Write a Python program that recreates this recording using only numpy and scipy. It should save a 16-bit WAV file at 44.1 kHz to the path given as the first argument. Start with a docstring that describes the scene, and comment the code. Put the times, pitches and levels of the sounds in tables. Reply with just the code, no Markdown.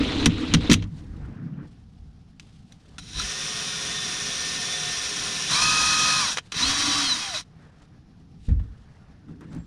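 """Metal scrapes along and raps on an aluminium rail in a metal boat outdoors, over a rumbling hull.
A cordless drill then bores under load, breaks through, runs free, stops, backs out and brakes, and
is laid down with a thud. Its drive is shaped noise with tones locked to a turning shaft; scrapes,
rustle and rumble are filtered noise under level curves; clicks, pings and thuds are decaying bursts
and modes. One microphone colours, limits and band-limits the sum, heard in mono."""
import sys
import numpy as np
from scipy import signal
from scipy.fft import rfft, irfft, next_fast_len
from scipy.io import wavfile
from scipy.ndimage import uniform_filter1d

SR = 44100
rng = np.random.default_rng(int(sys.argv[2]) if len(sys.argv) > 2 else 0)


def int16_out(signal):
    """Quantize to a 16-bit WAV file."""
    q = np.round(np.clip(np.atleast_2d(signal).T, -1, 1) * 32767)
    wavfile.write(sys.argv[1], SR, q.astype(np.int16))


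N = 426006
T = np.arange(N) / SR  # time axis [s]

# Drill run of each stage, boring, free and backing out: (t/s, gear noise level/dB,
# turns per s of the shaft whose multiples stand out in that stage)
BORE = [(2.985, -36.5, 58), (3.01, -52, 80), (3.12, -44.5, 95), (3.16, -37.5, 114), (3.2, -32, 107.6),
        (3.27, -31.5, 116.1), (3.32, -32, 117.9), (3.6, -31, 119), (4.4, -30, 116.4), (4.85, -29.5, 117),
        (5.47, -29, 114), (5.521, -27, 124)]
FREE = [(5.49, -38.5, 134.6), (5.51, -27.5, 194.3), (5.526, -23.5, 241.6), (5.545, -21.5, 271),
        (5.57, -23, 291.5), (5.62, -22, 310.4), (5.7, -22, 312.5), (6.18, -23, 312.3), (6.214, -23.5, 302),
        (6.24, -24.5, 283.2), (6.27, -26, 253.4), (6.33, -28.5, 214), (6.36, -37.5, 194.6),
        (6.39, -37, 178), (6.41, -74, 162)]
BACK = [(6.52, -35, 124), (6.54, -41, 149.1), (6.57, -28.5, 195.5), (6.62, -24.5, 237.6),
        (6.654, -24, 263.8), (6.69, -23.5, 276), (6.77, -24.5, 284.2), (6.98, -24.5, 287.3),
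        (7.031, -24.5, 281.3), (7.154, -28.5, 235.5), (7.196, -29.5, 214.6), (7.3, -33.5, 191.7),
        (7.33, -35.5, 171.3), (7.35, -29, 157), (7.385, -32.5, 142.6), (7.41, -37.5, 130), (7.44, -67, 120)]


def amp(db):
    """Decibel law: 20 dB is a factor of ten in amplitude."""
    return 10 ** (np.asarray(db) / 20)


def read(points, hz):
    """Spectrum level [dB] interpolated over log frequency, as pitch is heard; -80 dB outside."""
    f, value = np.transpose(points)
    return np.interp(np.log(hz + 1), np.log(f + 1), value, left=-80, right=-80)


def drift(rate_hz, count):
    """Random fluctuation: chance values at a slow rate joined by straight lines, rms about 0.84."""
    knots = rng.standard_normal(int(count / SR * rate_hz) + 2)
    return 1.03 * np.interp(T[:count] * rate_hz, np.arange(len(knots)), knots)


def casing(hz):
    """Resonance: each casing mode lifts the level [dB] in a bell around its own frequency."""
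    # casing modes: (f/Hz, width/Hz, lift/dB)
    modes = [(715, 75, 4.5), (992, 87, 8.5), (1234, 140, 4), (1454, 130, 5), (1766, 150, 4.5),
             (2010, 97, 4.5), (2300, 56, 2), (2565, 150, 5.5), (3155, 81, 6.5), (3450, 84, 4),
             (3770, 80, 4), (3920, 120, 6), (4210, 87, 6), (4760, 220, 4.5), (5210, 280, 2.5),
             (5800, 300, 3.5), (5710, 74, 4), (6550, 100, 2), (6700, 92, 4.5), (7000, 90, 1),
             (7000, 110, 1.5), (7530, 98, 2.5), (7700, 56, 2.5), (8220, 83, 0), (8780, 130, 8.5),
             (9130, 130, 8), (9430, 90, 4), (9530, 110, 3), (9980, 160, 7.5), (10300, 200, 4)]
    return sum(db / (1 + (2 * (hz - f) / width) ** 2) for f, width, db in modes)


def noise(colour_db, patchy_db, flicker_db, size=512, count=N):
    """Short-time spectral synthesis: noise of rms 1 with a colour, drifting patches and a flicker."""
    frames, hz = count // (size // 4) + 5, np.fft.rfftfreq(size, 1 / SR)
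    real, imag, patch = rng.standard_normal((frames, len(hz), 3)).T
    patch = uniform_filter1d(patch, size=6, axis=0)  # over frequency
    patch = uniform_filter1d(patch, size=12, axis=1)  # over time
    flicker = uniform_filter1d(rng.standard_normal(frames), size=3)  # shared by all pitches
    field = colour_db(hz)[:, None] + patchy_db * patch / patch.std()
    field = field + flicker_db * flicker / flicker.std()
    spectrum = (real + 1j * imag) * amp(field)
    out = signal.istft(spectrum, nperseg=size, noverlap=size * 3 // 4)[1][:count]
    return out / out.std()


def level(tables, column, fade=.006):
    """Envelope: gain along one dB column of some curves, silent outside them; fade in s."""
    out = np.zeros(N)
    for rows in map(np.array, tables):
        start, end = rows[0, 0], rows[-1, 0]
        span = slice(*np.searchsorted(T, [start - fade / 2, end + fade / 2]))
        edge = np.clip(np.minimum(T[span] - start, end - T[span]) / fade + .5, 0, 1)
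        out[span] += amp(np.interp(T[span], rows[:, 0], rows[:, column])) * edge
    return out


def swells(rows, column):
    """Exponential growth and decay: gain straight in dB up to each peak and down again."""
    swell_db = 20.5  # gained over the rise time, lost over the fall time
    out = np.zeros(N)
    for row in rows:
        peak_s, (rise, fall) = row[0], row[-2:]
        away = np.maximum((peak_s - T) / rise, (T - peak_s) / fall)
        out += amp(row[column] - swell_db * np.minimum(away, 4)) * (away < 4)
    return out


def still():
    """Stationary broadband noise: distant wind, traffic and microphone hiss."""
    # spectrum of the outdoor floor: (f/Hz, level/dB per Hz)
    floor_tone = [(12, -36), (20, -6.5), (54, -2), (161, 1), (380, -19.5), (483, -21.5), (538, -31),
                  (762, -19), (919, -30), (1270, -29.5), (1530, -35.5), (5520, -35), (8250, -53),
                  (9950, -46.5), (12000, -57.5), (15600, -92.5), (22000, -120)]
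    floor_db = -52
    floor = noise(lambda hz: read(floor_tone, hz), patchy_db=0.0, flicker_db=1.7, size=2048)
    return amp(floor_db) * floor


def rumble():
    """Forced vibration: feet, hands, drill and wind shake the hull in three ranges with own gusts."""
    # rumble from feet, hands and wind: (t/s, deep level/dB, middle level/dB, upper level/dB)
    hull_level = [(0, -30.5, -35.5, -26), (.2, -28, -38.5, -27), (.35, -26.5, -37, -35),
                  (.435, -36, -43, -23.5), (.49, -41, -35.5, -35.5), (.55, -24, -29, -28.5),
                  (.68, -37, -41, -35), (.78, -28, -38, -36), (.9, -47, -38, -54), (1.1, -37, -41.5, -48.5),
                  (1.47, -51.5, -36.5, -47.5), (1.66, -49, -42.5, -46), (1.7, -52, -52, -61.5),
                  (2.2, -53, -56, -72.5), (2.6, -55, -52.5, -72), (2.72, -68.5, -59, -74.5),
                  (2.97, -51.5, -56, -63), (3.2, -42, -45.5, -60), (3.48, -54, -47, -72),
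                  (7.45, -69, -66, -76.5), (7.64, -61, -51, -63), (7.75, -61.5, -65, -67.5),
                  (8.3, -52.5, -52.5, -63), (8.47, -47.5, -51, -69.5), (8.5, -40, -27.5, -43),
                  (8.6, -36, -41, -56.5), (8.72, -41, -50, -62.5), (8.96, -63, -66, -79),
                  (9.23, -55.5, -58.5, -64.5), (9.3, -51, -47.5, -51), (9.47, -58, -47.5, -55),
                  (9.564, -49.5, -38, -51), (9.66, -66, -57, -61)]
    # spectra of the deep, middle and upper range: (f/Hz, level/dB per Hz)
    deep_tone = [(8.8, -36), (15, -12), (49, -7), (70, -2), (115, -7.5), (150, -38), (250, -120)]
    middle_tone = [(59, -37.5), (100, -5.5), (118, -8.5), (156, 5.5), (188, -5), (221, -1.5), (245, -6.5),
                   (320, -33), (540, -120)]
    upper_tone = [(130, -42), (228, -6.5), (295, 3.5), (345, -13.5), (372, -19.5), (407, -12), (432, -17),
                  (477, -12), (520, -23.5), (680, -58.5), (1140, -120)]
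    # shaking by the drill, one row a stage: (deep, middle, upper level/dB relative to the gear noise)
    drill_shake = [(-25, -17.5, -23.5), (-24.5, -17.5, -30), (-19.5, -21.5, -19.5)]
    gust_db, gust_hz = 2.5, 9  # scale and rate of the gusts
    out = np.zeros(N)
    for k, tone in enumerate((deep_tone, middle_tone, upper_tone)):
        shake = sum(level([rows], 1) * amp(db[k]) for rows, db in zip((BORE, FREE, BACK), drill_shake))
        gusts = amp(gust_db * drift(gust_hz, count=N))
        gain = np.hypot(level([hull_level], k + 1), shake) * gusts  # powers add
        out += noise(lambda hz: read(tone, hz), patchy_db=.5, flicker_db=0.7, size=2048) * gain
    return out


def rustle():
    """Friction noise of hands and cloth, scuffs and taps, split into a dull and a bright layer."""
    # quiet rubbing before, between and after the drill runs: (t/s, dull level/dB, bright level/dB)
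    rubbing = [
        [(.85, -54, -67), (.9, -67, -71), (1.25, -54.5, -67.5), (1.55, -57.5, -85), (1.665, -55, -72)],
        [(1.67, -63.5, -67.5), (1.85, -74, -75.5), (2.39, -74.5, -75.5), (2.41, -72.5, -64.5),
         (2.7, -75, -70.5), (2.95, -63, -67), (2.98, -63, -65)],
        [(6.415, -70, -69), (6.517, -68, -67)],
        [(7.445, -68, -68), (7.55, -66, -84), (7.85, -67, -79), (8.2, -71, -86.5), (8.45, -77.5, -78.5),
         (8.55, -68, -77), (8.8, -63, -71.5), (9.1, -62.5, -77.5), (9.25, -67.5, -82), (9.66, -73, -77)],
    ]
    # single scuffs and dull taps: (peak t/s, dull level/dB, bright level/dB, rise/s, fall/s)
    scuffs = [(.992, -64, -60.5, .1, 0.081), (2.494, -66.5, -67.5, .06, 0.019),
              (2.715, -66, -65, .02, 0.056), (2.855, -67, -70, .01, 0.085), (6.459, -61, -60.5, .05, 0.063),
              (7.631, -60, -69, 0.085, 0.12), (7.823, -67.5, -65.5, .1, 0.055),
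              (8.201, -79.5, -71, .04, 0.047), (8.47, -78.5, -56.5, 0.08, 0.028),
              (8.488, -47, -59, .004, 0.054), (8.598, -49, -70, .004, .015), (8.64, -65, -68, 0.031, 0.034),
              (9.285, -61, -70.5, 0.0092, 0.1), (9.41, -49, -66, 0.0033, 0.097),
              (9.532, -52, -63, .03, 0.052), (9.566, -54.5, -62, .04, 0.065)]
    # spectrum before the split: (f/Hz, level/dB per Hz)
    rub_tone = [(210, -37), (350, -6), (379, -0.5), (473, -6), (692, -6.5), (738, -8.5), (1060, -8),
                (1740, -8.5), (2200, -15), (3720, -16), (9790, -28.5), (15500, -67)]
    split_hz = 2500

    def dull_colour(hz):
        return read(rub_tone, hz) - 10 * np.log10(1 + (hz / split_hz) ** 8)

    def bright_colour(hz):
        return read(rub_tone, hz) - 10 * np.log10(1 + (split_hz / (hz + 1)) ** 8)

    dull = noise(dull_colour, patchy_db=2.3, flicker_db=1)
    bright = noise(bright_colour, patchy_db=.9, flicker_db=2.5)
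    return sum((level(rubbing, k) + swells(scuffs, k)) * layer for k, layer in enumerate((dull, bright), 1))


def thuds():
    """Modal ringing: each blow rings mostly the hull modes near its pitch."""
    # blows into the hull: (t/s, peak level/dB, pitch f/Hz)
    blows = [(.261, -7.5, 240), (.539, -9, 198), (.598, -28, 65), (.695, -4.5, 253), (.715, -6.5, 280),
             (.738, -22, 99), (.774, -22, 97), (1.099, -28.5, 63.7), (1.989, -35.5, 61),
             (3.148, -28.5, 45.8), (8.596, -24, 101), (6.548, -30, 176), (8.482, -9, 72),
             (8.484, -22.5, 200), (8.486, -46, 400), (9.279, -34, 214), (9.31, -32.5, 221),
             (9.445, -34, 200), (9.53, -32, 180), (9.546, -28, 169), (9.562, -25, 192)]
    # hull modes: (f/Hz, level/dB, t60/s)
    modes = [(45.6, 0.5, .35), (54, 2, .45), (73.5, -0.5, 0.37), (99.4, -1.5, 0.35), (121.5, -2, 0.19),
             (167.3, 0, 0.2), (202.5, -3.5, 0.1), (232, 3, 0.099), (267, 0.5, .1), (333, -7, 0.084),
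             (476, -9, 0.082)]
    out, t = np.zeros(N + SR // 2), np.arange(SR // 2) / SR
    for (s, db, hz), phases in zip(blows, rng.random((len(blows), len(modes)))):
        ring = np.zeros(len(t))
        for (f, mode_db, t60), phase in zip(modes, phases):
            off_pitch_db = 10 * abs(np.log2(f / hz))  # 10 dB lost per octave away
            decay = amp(mode_db - off_pitch_db - 60 * t / t60)
            ring += decay * np.sin(2 * np.pi * (f * t + .5 + .25 * phase))
        ring *= (1 - np.exp(-t * hz / 0.5)) ** 2  # the sheet takes a moment to swing up
        out[round(s * SR):][:len(t)] += amp(db) * ring / abs(ring).max()
    return out[:N]


def pings():
    """Free damped oscillation: small knocked metal parts each ring as one dying sine."""
    # rings: (t/s, f/Hz, level/dB, t60/s)
    rings = [(2.983, 1370, -35, 0.034), (3.199, 1350, -22, 0.034), (6.381, 1200, -19.5, 0.016),
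             (9.505, 7600, -64, 0.06), (9.588, 7550, -62.5, .3)]
    out, t = np.zeros(N + SR // 2), T[:SR // 2]
    for s, hz, db, t60 in rings:
        decay = amp(db - 60 * t / t60) * np.minimum(t / 0.0011, 1)
        out[round(s * SR):][:len(t)] += decay * np.sin(2 * np.pi * hz * t)
    return out[:N]


def clicks():
    """Impact excitation: raps, trigger and brake clicks as noise bursts coloured by the casing."""
    # impacts: (t/s, approximate peak level/dB, t60/s, treble tilt/dB per octave)
    impacts = [(0.033, -24.5, 0.033, -4), (0.258, -1, 0.037, 1), (0.262, -14, 0.083, -8),
               (0.431, -30, 0.026, -4), (0.538, -3, 0.038, -0.5), (0.546, -2, 0.02, -3.5),
               (0.609, -29, 0.02, -7), (0.698, -8.5, 0.078, -2), (0.714, -4.5, 0.048, 1.5),
               (0.722, -4.5, 0.031, -1), (0.731, -5, 0.034, 5), (0.739, -4, 0.025, -0.5),
               (0.823, -30, 0.037, -4.5), (0.839, -35.5, 0.03, -2), (2.397, -30, 0.027, 0),
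               (2.722, -37.5, 0.03, 3), (2.982, -27.5, 0.045, -0.5), (3.197, -18, .02, 2),
               (6.369, -36, 0.03, -15), (6.372, -12, 0.025, -2), (6.383, -14, 0.036, -3.5),
               (6.52, -18.5, 0.046, -0.5), (6.542, -23, 0.057, -2.5), (7.338, -27, 0.03, 0),
               (7.431, -47.5, 0.028, 2), (8.486, -42.5, 0.024, 6), (8.594, -57, 0.032, -6),
               (9.408, -50, 0.03, 12), (9.548, -43, .02, 11)]
    # spectrum of an impact: (f/Hz, level/dB per Hz)
    impact_tone = [(260, -30), (450, -8.5), (562, -25), (814, -17), (1490, -10.5), (2290, -7), (3270, -3.5),
                   (5030, -13), (5920, -6.5), (7070, -14), (9510, -24), (13600, -39.5), (15500, -50)]
    size = 4096
    out, t, hz = np.zeros(N + size), np.arange(size) / SR, np.fft.rfftfreq(size, 1 / SR)
    for (s, db, t60, tilt_db), burst in zip(impacts, rng.standard_normal((len(impacts), size))):
        tilt = tilt_db * np.log2(hz / 3000 + .01)
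        burst = irfft(rfft(burst) * amp(read(impact_tone, hz) + casing(hz) + tilt))
        decay = amp(-60 * t / max(t60, .004))
        tail = amp(-19.0 - 60 * t / .09)  # weaker, with a t60 of 90 ms
        shape = np.minimum(t / .0006, 1) * (decay + tail)
        # noise peaks stand some 8 dB over its rms
        out[round(s * SR):][:size] += amp(db - 8) * burst / burst.std() * shape
    return out[:N]


def scrape():
    """Stick-slip friction: metal dragged on the rail gives gritty, patchy noise."""
    # strokes: (start t/s, end t/s, level/dB at start, level/dB at end)
    drags = [(0, .257, -32, -31), (0.294, .536, -38.5, -34), (0.568, .607, -37, -46),
             (0.605, .697, -37.5, -36), (.75, .823, -42, -52), (0.826, .86, -40.5, -64)]
    # spectrum of the grit: (f/Hz, level/dB per Hz)
    grit_tone = [(210, -30.5), (350, -13), (430, -10), (473, 2), (529, -14.5), (761, -15), (1330, -14.5),
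                 (1710, -17.5), (1910, -15), (3960, -11.5), (4570, -21), (9480, -39.5), (15500, -78.5)]
    strokes = [[(start, from_db), (end, to_db)] for start, end, from_db, to_db in drags]
    grit = noise(lambda hz: read(grit_tone, hz), patchy_db=2.5, flicker_db=1.5, size=256)
    return grit * level(strokes, 1)


def squeal():
    """Narrow-band noise: it flutters as the trigger is part pressed, only while the motor turns."""
    # squeals: (peak t/s, level/dB, rise/s, fall/s)
    squeal_rows = [(2.985, -49, 0.0056, .1), (3.212, -29, .1, .03), (5.528, -25.5, .04, .05),
                   (6.31, -33, .04, 0.059), (6.582, -28, 0.064, .04), (7.375, -33, .1, .045)]
    centre_hz, width_hz = 3920, 350  # width between the points 6 dB down

    def colour(hz):
        return -20 * np.log10(1 + (2 * (hz - centre_hz) / width_hz) ** 2)

    band = noise(colour, patchy_db=0, flicker_db=1.2)
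    runs = [[(first[0][0], 0), (last[-1][0], 0)] for first, last in ((BORE, FREE), (BACK, BACK))]
    return band * swells(squeal_rows, 1) * level(runs, 1)


def stage(rows, leads, whine, mesh, tone, throb, waver_db, lead_waver_db, settle_s):
    """Order-locked excitation: noise throbbing once a turn plus shaft tones, filtered by the casing."""
    slack_db = 35  # mesh tones lose this times the share by which the shaft is under its top speed
    grid = np.arange(SR // 2 + 1.)
    colour = read(tone, grid) + casing(grid)
    colour -= 10 * np.log10(np.sum(amp(2 * colour[500:12000])))  # unit power, so dB in one Hz
    gain = level([rows], 1)
    on = gain > 0
    hz = np.interp(T[on], *np.transpose(rows)[[0, 2]])
    count = len(hz)
    turn = 2 * np.pi * np.cumsum(hz) / SR  # shaft angle [rad]
    out = noise(lambda f: np.interp(f, grid, colour), patchy_db=0.84, flicker_db=0.66, size=1024, count=count)
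    out *= 1 + throb * np.cos(turn)
    slack = slack_db * (1 - hz / hz.max())
    for k, db in mesh:  # each mesh tone wavers slowly and at random in level
        waver = waver_db * drift(rate_hz=14, count=count)
        size = amp(db - slack + np.interp(k * hz, grid, colour) + waver)
        out += np.sqrt(2) * size * np.cos(k * turn + 2 * np.pi * rng.random())
    settled = np.minimum(T[:count] / settle_s, 1) ** 4  # the lead tones clear up after a jerky start
    for k, db in leads:
        waver = lead_waver_db * drift(rate_hz=20, count=count)
        size = amp(db + np.interp(k * hz, *np.transpose(whine)) + waver)
        out += np.sqrt(2) * size * settled * np.cos(k * turn)
    full = np.zeros(N)
    full[on] = out * gain[on]
    return full


def drill():
    """Source and filter in three stages: boring under load, running free, backing out."""
    # lead tones: (multiples of the stage's shaft), and (the level/dB of each over its whine curve)
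    bore_leads, bore_lead_db = (15.5, 30), (-1.5, -1)
    free_leads, free_lead_db = (4, 8.015, 8.153, 12, 16, 18), (-0.5, 1, 1, -4, 1, -5)
    back_leads, back_lead_db = (4, 12, 16, 21.3), (-1, 0, 1, -9)
    # whine of the lead tones by the pitch they pass through: (f/Hz, level/dB over the gear noise)
    bore_whine = [(900, -45), (1700, -40), (1790, -15), (1830, -14), (2000, -35), (3350, -34), (3470, -20),
                  (3510, -9), (3560, -8)]
    free_whine = [(600, -35), (950, -21), (1030, -13), (1100, -11), (1180, -6.5), (1215, -9.5), (1255, -7),
                  (1600, -35), (2300, -14), (2440, -20.5), (2500, -15.5), (2550, -9.5), (2800, -24),
                  (3700, -23), (3900, -7), (4200, -9), (4400, -13), (4850, -11), (5010, -22.5), (5400, -34)]
    back_whine = [(540, -39), (620, -8), (715, -6.5), (790, -9.5), (850, -25), (900, -21.5), (986, -10.5),
                  (1045, -26), (1100, -19), (1150, -13), (1900, -42), (2350, -20), (2480, -13), (2650, -23),
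                  (2950, -20.5), (3150, -9.5), (3320, -9), (3500, -23), (3750, -8), (3960, 7.5),
                  (4200, -4.5), (4400, -7), (4480, -22), (4580, -13.5), (5000, -30.5)]
    # gear-mesh tones at top speed: (multiple of the stage's shaft, level/dB over the noise in one Hz)
    bore_mesh = [(1.295, 13), (3.16, 20), (3.55, 20), (4.585, 23), (6.17, 16), (9.17, 21.5), (9.33, 24.5),
                 (10.31, 21.5), (12.19, 14), (13.31, 12.5), (14.38, -12), (15.34, 16), (15.64, 26),
                 (18.33, 19), (19.69, 18.5), (21.52, 16), (24.68, 18), (32.09, 18.5), (36.67, 19),
                 (45.62, 16.5), (49.48, 17)]
    free_mesh = [(.127, 18), (.51, 14), (.6, 17), (.905, 22), (2.755, 8.8), (3.39, 21), (5.38, 12),
                 (7.88, 16), (8.27, 15), (10.2, 14), (10.64, 15), (12.49, 16), (12.64, 19), (13.36, 21),
                 (13.52, 19), (13.66, 23), (14.1, 15), (18.65, 18), (18.91, 14.84), (21, 16), (24.29, 13)]
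    back_mesh = [(.235, 22), (.595, 23.8), (1, 36.9), (1.14, 8.3), (2.75, 21.6), (3.45, 16), (4.99, 16),
                 (10.98, 21), (13.66, 24), (15.41, 14), (16.58, 14), (19.6, 14), (24.28, 21)]
    # colour of casing and rail, before the casing modes: (f/Hz, level/dB per Hz)
    bore_tone = [(150, -39), (250, -34), (413, -3.5), (603, -13.5), (717, -7.5), (867, -14.5), (1610, -5),
                 (1790, -7), (1950, -6.5), (3510, -0.5), (4470, -5), (5690, 2), (7900, -12.5),
                 (9230, -10.5), (15500, -45.5)]
    free_tone = [(150, -64), (250, -18.5), (809, -18), (1220, -11), (1330, -13), (1700, -9), (2130, -19),
                 (2490, -9.5), (2900, -13.5), (3280, -8), (4550, -11.5), (5690, -6), (7900, -20),
                 (9390, -18.5), (15500, -55)]
    back_tone = [(150, -19), (250, -12.5), (282, -11), (366, -17.5), (768, -10.5), (867, -14), (1120, -3.5),
                 (1590, -5.5), (2850, -5), (3960, -2.5), (4390, -4), (5790, -0.5), (7250, -12),
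                 (9070, -13.5), (15500, -46)]
    boring = stage(BORE, zip(bore_leads, bore_lead_db), bore_whine, bore_mesh, bore_tone,
                   throb=0.079, waver_db=3.5, lead_waver_db=2.5, settle_s=.3)
    free = stage(FREE, zip(free_leads, free_lead_db), free_whine, free_mesh, free_tone,
                 throb=.1, waver_db=2, lead_waver_db=1.2, settle_s=.02)
    backing = stage(BACK, zip(back_leads, back_lead_db), back_whine, back_mesh, back_tone,
                    throb=0.083, waver_db=2, lead_waver_db=1.3, settle_s=.105)
    return boring + free + backing


def scene():
    """Superposition: the pressures of all sources add at one microphone."""
    background = still() + rumble() + rustle()
    knocks = thuds() + pings() + clicks()
    mono = background + knocks + scrape() + squeal() + drill()
    return np.array([mono, mono])


def record(dry):
    """Transducer response: microphone colour, soft overload on the loudest raps, then a band limit."""
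    # microphone response: (f/Hz, level/dB)
    mic = [(10, -1), (9000, 0), (10500, -1.5), (11200, -3), (12500, -1), (14000, 6.5), (15000, 4.5),
           (22050, 4)]
    edge_hz, overload = 15850, .9  # band limit; amplitude where the overload bends
    size = next_fast_len(N)
    hz = np.fft.rfftfreq(size, 1 / SR) + 10  # the offset keeps 0 Hz inside the table
    heard = irfft(rfft(dry, size) * amp(read(mic, hz)), size)[:, :N]
    heard = heard / (1 + (abs(heard) / overload) ** 4) ** .25
    lowpass = signal.firwin(511, edge_hz, window=("kaiser", 9), fs=SR)
    return signal.oaconvolve(heard, lowpass[None], "same")


dry = scene()
out = record(dry)
int16_out(out)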